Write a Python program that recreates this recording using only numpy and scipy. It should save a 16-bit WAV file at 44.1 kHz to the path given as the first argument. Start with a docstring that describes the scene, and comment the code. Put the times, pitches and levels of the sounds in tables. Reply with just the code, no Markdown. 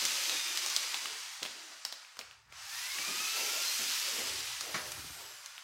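"""Air hisses in two long swells with a thin, gliding whine: indoors, a small fast motor (a blower,
perhaps) runs, coasts, spins up with a soft spurt of hiss and coasts again. The faster its shaft turns,
the louder the air rushes and the higher the whine sings. Close by, plastic sheeting crinkles and snaps
as its creases buckle. Soft rubbing, a low rumble, dull bumps and one hard knock sound in the room."""
import sys
import numpy as np
from scipy import signal
from scipy.fft import rfft, irfft, next_fast_len
from scipy.io import wavfile
from scipy.ndimage import uniform_filter1d, map_coordinates

SR = 44100
rng = np.random.default_rng(int(sys.argv[2]) if len(sys.argv) > 2 else 0)


def unload_wav(signal):
    """Save mono or channel-first audio to the path in sys.argv[1] as 16-bit WAV at rate SR, clipped to [-1, 1]."""
    wavfile.write(
        sys.argv[1],
        SR,
        np.round(np.clip(np.atleast_2d(signal).T, -1, 1) * 32767).astype(np.int16),
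    )


N = 248283

HISS_DB, HISS_RISE_DB = -36, 15.5  # base level of the hiss, and its rise each time the airflow doubles


def amp(db):
    """Turn decibels into a number to multiply a sound by."""
    return 10 ** (np.asarray(db) / 20)


def unit(x):
    """Scale a signal to an average strength (rms) of 1."""
    return x / np.sqrt(np.mean(np.abs(x) ** 2) + 1e-20)


def along(points, hz):
    """Read between (frequency, value) points, spacing the octaves evenly."""
    freqs, values = np.transpose(points)
    return np.interp(np.log(hz + 1), np.log(freqs), values)


def curve(points):
    """Join (time, value) points with straight lines, giving one value per sample."""
    times, values = np.transpose(points)
    return np.interp(np.arange(N) / SR, times, values)


def wobble(rate):
    """A smooth curve through random values, `rate` of them each second."""
    return map_coordinates(rng.standard_normal(int(N * rate / SR) + 4), [np.arange(N) * rate / SR])


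def filtered(x, response):
    """Multiply each frequency in a sound by response(hz)."""
    size = next_fast_len(len(x) + SR // 4)
    return irfft(rfft(x, size) * response(np.fft.rfftfreq(size, 1 / SR)), size)[:len(x)]


def coloured(x, spectrum):
    """Shape a sound with (frequency, level) points, then scale it to strength 1."""
    return unit(filtered(x, lambda hz: amp(along(spectrum, hz))))


def resonance(hz, centre_hz, q):
    """A filter that favours one pitch; a higher q makes it narrower."""
    return 1j * hz * centre_hz / q / (centre_hz ** 2 - hz ** 2 + 1j * hz * centre_hz / q)


def add(track, start, sound):
    """Mix a sound into the track, beginning at `start` seconds."""
    part = track[max(round(start * SR), 0):][:len(sound)]
    part += sound[:len(part)]


def shaft_speed():
    """The motor's turns per second: driven through each run, then slowed by friction and air drag."""
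    # the motor under power, one list per run: (time [s], speed [turns/s])
    runs = [
        [(0, 319), (.28, 320), (.4, 306), (.48, 301), (.69, 304)],
        [(2.47, 97), (2.56, 172), (2.75, 227), (3, 286), (3.15, 312), (3.4, 336), (3.6, 347), (3.94, 353)],
    ]
    friction, drag_speed = 72.9, 255  # bearing loss [turns/s per s]; speed where drag equals it [turns/s]
    t, speed = np.arange(N) / SR, np.zeros(N)
    for run in runs:
        start, (end, last_speed) = run[0][0], run[-1]
        slowing = friction / drag_speed * np.maximum(t - end, 0)
        coast = drag_speed * np.tan(np.arctan(last_speed / drag_speed) - slowing)
        speed = np.where(t < start, speed, np.where(t < end, curve(run), coast))
    return speed


def flow_level(base_db, rise_db, lag_s=0):
    """Level in dB of air that follows the shaft speed; each doubling of the flow adds rise_db."""
    # slow drift, mostly from the microphone moving about: (time [s], level change [dB])
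    drift = [(0, 2), (.2, 0.6), (1, 0.5), (1.25, 0), (2.1, -1.5), (2.3, 1), (2.43, -2.5), (2.58, -0.5),
             (2.78, 1.4), (3.3, -0.87), (3.9, -1.06), (4.25, 0.5), (4.8, -0.5), (5.63, 2.5)]
    working_speed, stall_speed = 320, 89  # turns/s; below the stall speed the flow collapses
    t = np.arange(N) / SR
    speed = np.interp(t - lag_s, t, shaft_speed())
    flow = speed / (1 + (stall_speed / speed) ** 8)
    return base_db + rise_db * np.log2(flow / working_speed) + curve(drift)


def turbulence(patchy_db):
    """Swirling air: noise whose strength drifts in patches of time and pitch."""
    noise = signal.stft(rng.standard_normal(N), nperseg=1024)[2]
    patches = uniform_filter1d(rng.standard_normal(noise.shape), size=3, axis=0)  # smooth over pitch
    patches = uniform_filter1d(patches, size=14, axis=1)  # smooth over time
    return unit(signal.istft(noise * amp(patchy_db * unit(patches)), nperseg=1024)[1][:N])


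def crinkle(rate, spread_db):
    """The sheeting gives tiny clicks of uneven size, about `rate` each second."""
    size = amp(spread_db * np.minimum(rng.standard_exponential(N), 4))
    return unit((rng.random(N) < rate / SR) * size * rng.standard_normal(N))


def near_walls(x, strength, count=10):
    """Weak, quick echoes from nearby walls lift some pitches and lower others."""
    echoes = np.zeros(SR // 40)
    echoes[0] = 1  # the direct sound
    echoes[rng.integers(SR // 500, len(echoes), count)] = strength * rng.choice([-1, 1], count)
    return signal.fftconvolve(x, echoes / np.linalg.norm(echoes))[:N]


def airflow():
    """Air rushes through the motor housing and over the sheeting, which adds fine crinkles."""
    # pitches at which the housing rings: (frequency [Hz], width [Hz], lift [dB])
    housing = [(2940, 220, 1.5), (4310, 72, 0.5), (4940, 150, 2), (6090, 230, 2.5)]
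    # tone of the air's bright hiss, lower body and very high fizz: (frequency [Hz], level [dB])
    hiss_tone = [(900, -33), (1700, -5), (2400, 1), (3400, 1), (5000, 2.5), (6500, 0), (8000, -3.5),
                 (10000, -10), (13000, -58)]
    body_tone = [(350, -79), (600, -9), (900, 1), (1300, 4), (1900, 2.5), (2600, -6.5), (4500, -26)]
    fizz_tone = [(6000, -32), (9000, 0), (11500, 4), (14000, -1.5), (15800, -4.5)]
    # the fizz grows and fades: (time [s], level change [dB])
    fizz_drift = [(0, -2), (1.8, -1.5), (2.15, 1), (2.4, -5), (2.75, 5.5), (3.1, 0), (3.9, -0.5),
                  (4.6, 0.5), (4.92, 7.5), (5.63, 5)]
    hiss_db = flow_level(HISS_DB, HISS_RISE_DB, lag_s=0.018)
    body_db = flow_level(base_db=-48.5, rise_db=8.5, lag_s=0.004)
    fizz_db = flow_level(base_db=-46.5, rise_db=20.5, lag_s=0.021) + curve(fizz_drift)
    flow = turbulence(patchy_db=1.6) + amp(-5.5) * crinkle(rate=1900, spread_db=0.9)
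    lift = lambda hz: amp(sum(db / (1 + (2 * (hz - centre) / width) ** 2) for centre, width, db in housing))
    hiss = amp(hiss_db) * coloured(filtered(flow, lift), hiss_tone)
    body = amp(body_db + 0.36 * wobble(30)) * coloured(turbulence(patchy_db=1), body_tone)
    fizz = amp(fizz_db) * coloured(rng.standard_normal(N), fizz_tone)
    air = near_walls(hiss + body + fizz, strength=0.1)
    return air * amp(0.41 * wobble(35))  # the level flickers slightly


def whine_note(turns, multiple):
    """One note at a multiple of the shaft speed; swirling air and echoes blur it, high notes more."""
    blur_hz = 55 + 4.5 * multiple
    flutter = unit(wobble(blur_hz) + 1j * wobble(blur_hz))
    return unit(np.real(flutter * np.exp(2j * np.pi * multiple * turns)))


def whine():
    """The blades and the motor's spinning contacts (commutator) sing, drifting in and out of the hiss."""
    # notes that always sound: (multiple of the shaft speed, level against the hiss [dB])
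    notes = [(4, -24.5), (8, -20.5), (12, -30), (40, -24)]
    # notes that stand out for a while:
    # (start [s], end [s], multiple of the shaft speed, level against the hiss [dB])
    flares = [(-.1, .42, 40, -24), (.23, .55, 12, -8), (0.268, .6, 8, -11), (2.66, 3.5, 8, -11),
              (2.908, 3.73, 4, -15), (3.12, 4.1, 40, -19), (3.6, 3.78, 12, -7), (4.68, 5.455, 48, -11),
              (5, 5.48, 72, -14)]
    fade_s = 0.089
    t, turns = np.arange(N) / SR, np.cumsum(shaft_speed()) / SR
    tone = sum(amp(db + 1.5 * wobble(4.48)) * whine_note(turns, round(multiple)) for multiple, db in notes)
    for start, end, multiple, db in flares:
        swell = np.clip(np.minimum(t - start, end - t) / fade_s, 0, 1)
        tone += amp(db) * swell * whine_note(turns, round(multiple))
    return amp(flow_level(HISS_DB, HISS_RISE_DB)) * tone


def rubbing():
    """Soft, uneven rubbing, stroke by stroke, over a faint low draught that follows the motor."""
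    # rubbing strokes: (start [s], length before fading [s], level [dB])
    strokes = [(-.05, 0.42, -56.5), (0.453, 0.63, -59), (1.5, 0.22, -63), (2.92, 0.51, -61),
               (3.337, 0.23, -51.5), (3.997, 0.42, -54.5), (4.592, 0.13, -48.5), (4.83, .05, -53),
               (5.143, 0.09, -56.5)]
    # dull tone of both rubbing and draught: (frequency [Hz], level [dB])
    rub_tone = [(90, -33), (160, -19.5), (230, -12), (340, 3.5), (470, 0), (600, 1.5), (900, -1.5),
                (1600, -20.5)]
    rise_s, fade_s = 0.066, 0.54  # time to build up; time to fall by 60 dB
    t, stroke_level = np.arange(N) / SR, np.zeros(N)
    for start, length, db in strokes:
        rise = np.clip((t - start) / rise_s, 0, 1)
        stroke_level += rise * amp(db - 60 * np.maximum(t - start - length, 0) / fade_s)
    draught_level = amp(flow_level(base_db=-64.5, rise_db=29))
    level = np.hypot(stroke_level, draught_level) * amp(1.77 * wobble(25))
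    return level * coloured(turbulence(patchy_db=3.5), rub_tone)


def rumble():
    """A faint, deep noise swells and sinks."""
    # strength of the rumble: (time [s], level [dB])
    levels = [(0, -72), (.65, -86), (1.15, -82.5), (2.1, -93), (2.22, -77), (2.55, -71), (3.2, -79),
              (3.45, -96), (4.08, -78), (4.32, -61.5), (4.55, -70), (5.05, -59), (5.45, -84)]
    # its deep tone: (frequency [Hz], level [dB])
    rumble_tone = [(20, -24), (50, -16), (70, 4.5), (85, -5), (104, 0.5), (130, -2.5), (300, -34)]
    return amp(curve(levels)) * coloured(rng.standard_normal(N), rumble_tone)


def bumps():
    """Soft, dull contacts: each has its own pitch and stirs the same hollow boom."""
    # one row per bump: (time [s], relative level [dB], pitch [Hz], time to fall by 60 dB [s])
    hits = [(0.017, -40, 401, 0.53), (1.119, -61, 108, 0.25), (1.417, -41, 396, 0.38),
            (1.923, -54, 654, 0.15), (2.188, -41, 550, 0.18), (2.461, -60, 103, 0.18),
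            (2.497, -57, 85, 0.12), (2.692, -76, 105, 0.18), (2.989, -49, 153, 0.21),
            (3.075, -37.5, 270, 0.37), (3.199, -44, 275, 0.13), (3.389, -39.5, 580, 0.35),
            (3.79, -41.5, 335, 0.58), (4.131, -43, 370, 0.29), (4.184, -36, 440, 0.41),
            (4.976, -37, 151, 0.17), (5.039, -42, 135, 0.17), (5.096, -41.5, 136, 0.12)]
    track, t = np.zeros(N), np.arange(SR // 2) / SR
    rise = 1 - np.exp(-t / 0.0015)
    boom = lambda hz: amp(-8) * resonance(hz, 263, q=3.6) ** 2
    for start, db, centre_hz, fade_s in hits:
        tone = lambda hz: resonance(hz, centre_hz, q=0.62) ** 2 + boom(hz)
        thud = unit(filtered(rng.standard_normal(len(t)), tone))
        add(track, start, amp(db - 9) * thud * rise * amp(-60 * t / fade_s))
    return track


def snaps_and_spurt():
    """Sharp bursts with a low flap and a rustle: plastic creases buckling, and one spurt of hiss."""
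    # plastic snaps, except at 2.524 s: a soft, sharp onset of hiss as the motor starts up again
    # (time [s], relative level [dB], pitch [Hz], flap level against the crack [dB])
    onsets = [(0.0521, -16.5, 6470, -15), (0.255, -25, 3880, -23), (0.2955, -21.5, 3730, -16),
              (0.5736, -20, 5200, -29), (0.662, -22, 5370, -13), (0.7, -27, 5800, -26),
              (0.7634, -15, 5520, -24), (0.9433, -23, 3300, -11), (1.0566, -30, 2880, -4.5),
              (1.426, -35, 2910, -14), (1.4297, -23.5, 4700, -11), (1.452, -31, 3070, -8),
              (1.4606, -29.5, 3140, -9), (1.8506, -22, 5530, -12.5), (1.9247, -29, 4420, -10),
              (2.048, -43, 2470, -24), (2.1689, -49.5, 4000, 6), (2.1909, -28, 4720, -8.5),
              (2.212, -36, 2360, -15), (2.311, -42, 3000, -13), (2.524, -43, 2400, -3),
              (2.9852, -28, 2380, -24), (4.6091, -25.5, 5600, -8), (4.9187, -29, 7450, -14),
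              (5.46, -32, 6120, -32), (5.5794, -34.5, 3020, -14)]
    track, t = np.zeros(N), np.arange(SR // 4) / SR
    burst = lambda fade_s: rng.standard_normal(len(t)) * amp(-60 * t / fade_s)
    for start, db, centre_hz, flap_db in onsets:
        jolt = (t == 0) + 0.12 * burst(fade_s=0.014)
        tone = lambda hz: resonance(hz, centre_hz, q=2.1) * resonance(hz, centre_hz, q=0.5)
        damping = lambda hz: 1 / np.sqrt(1 + (hz / (1.22 * centre_hz)) ** 4)
        # high pitches arrive first, as they do when a bend travels through a sheet
        travel = lambda hz: np.exp(-2j * np.pi * 0.001183 * np.sqrt(centre_hz * hz))
        crack = filtered(jolt, lambda hz: tone(hz) * damping(hz) * travel(hz))
        flap = filtered(burst(fade_s=0.02), lambda hz: resonance(hz, 1060, q=0.9))
        grains = rng.standard_normal(len(t)) ** 3  # cubing makes the noise crackly
        settle = filtered(grains, lambda hz: resonance(hz, 2700, q=0.63))
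        rustle = amp(-24.5 - 60 * t / 0.13) * unit(settle)
        tick = filtered(burst(fade_s=0.0053), lambda hz: resonance(hz, 2.6 * centre_hz, q=1.5))
        crack, tick, flap = (part / abs(part).max() for part in (crack, tick, flap))
        add(track, start, amp(db + 3.5) * (crack + amp(-17.5) * tick + amp(flap_db) * flap + rustle))
    return track


def knock():
    """A hard blow across the room: a few ringing notes inside a dense, fading clatter."""
    # the blow: (time [s], relative level [dB])
    blows = [(4.742, -26.5)]
    # notes the struck object rings with: (frequency [Hz], level [dB], time to fall by 60 dB [s])
    notes = [(149.4, -7, 0.34), (325, -13, .22), (611, 5, 0.6), (970, -11, .3), (1114, 14, 0.21),
             (1280, 7, 0.29), (1795, 6.5, 0.33), (1990, 4, 0.39), (2134, 3, .3), (2280, 13, 0.26)]
    # tone of the clatter: (frequency [Hz], level [dB])
    clatter_tone = [(80, -18), (160, -4.5), (600, -5.5), (1200, 0.5), (2400, -1.5), (2800, -7), (6000, -7),
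                    (12000, -31)]
    track, t = np.zeros(N), np.arange(SR // 2) / SR
    ring = sum(amp(db - 60 * t / fade_s) * np.sin(2 * np.pi * (hz * t + rng.random()))
               for hz, db, fade_s in notes)
    clatter_fade = amp(-60 * t / 0.3) + amp(-10.5 - 60 * t / 0.5)
    clatter = coloured(rng.standard_normal(len(t)), clatter_tone) * clatter_fade
    rise = 1 - np.exp(-t / 0.0008)
    for start, db in blows:
        add(track, start, amp(db) * (amp(-4) * ring / abs(ring).max() + amp(-9) * clatter) * rise)
    return track


def room(x):
    """The walls answer with a wash of echoes, in which the highest pitches die first."""
    # how long the room rings: (frequency [Hz], time to fall by 60 dB [s])
    fade_times = [(150, 0.64), (1000, 0.48), (5000, 0.56), (14000, 0.22)]
    hz, t, noise = signal.stft(rng.standard_normal(SR // 2), SR, nperseg=256)
    tail = signal.istft(noise * amp(-60 * t / along(fade_times, hz)[:, None]), SR, nperseg=256)[1]
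    delayed_tail = np.pad(tail, (SR // 250, 0)) / np.linalg.norm(tail)
    return signal.fftconvolve(x, delayed_tail)[:N]


def scene():
    """All the sounds reach one microphone, which feeds both channels."""
    bursts, contacts = snaps_and_spurt(), bumps() + knock()
    direct = airflow() + whine() + rubbing() + rumble() + bursts + contacts
    mono = direct + room(amp(-6.5) * bursts + amp(-13.5) * contacts)
    return np.array([mono, mono])


def record(dry):
    """The recorder keeps nothing above its highest frequency."""
    top_hz = 15850
    return np.array([filtered(channel, lambda hz: hz < top_hz) for channel in dry])


dry = scene()
out = record(dry)
unload_wav(out)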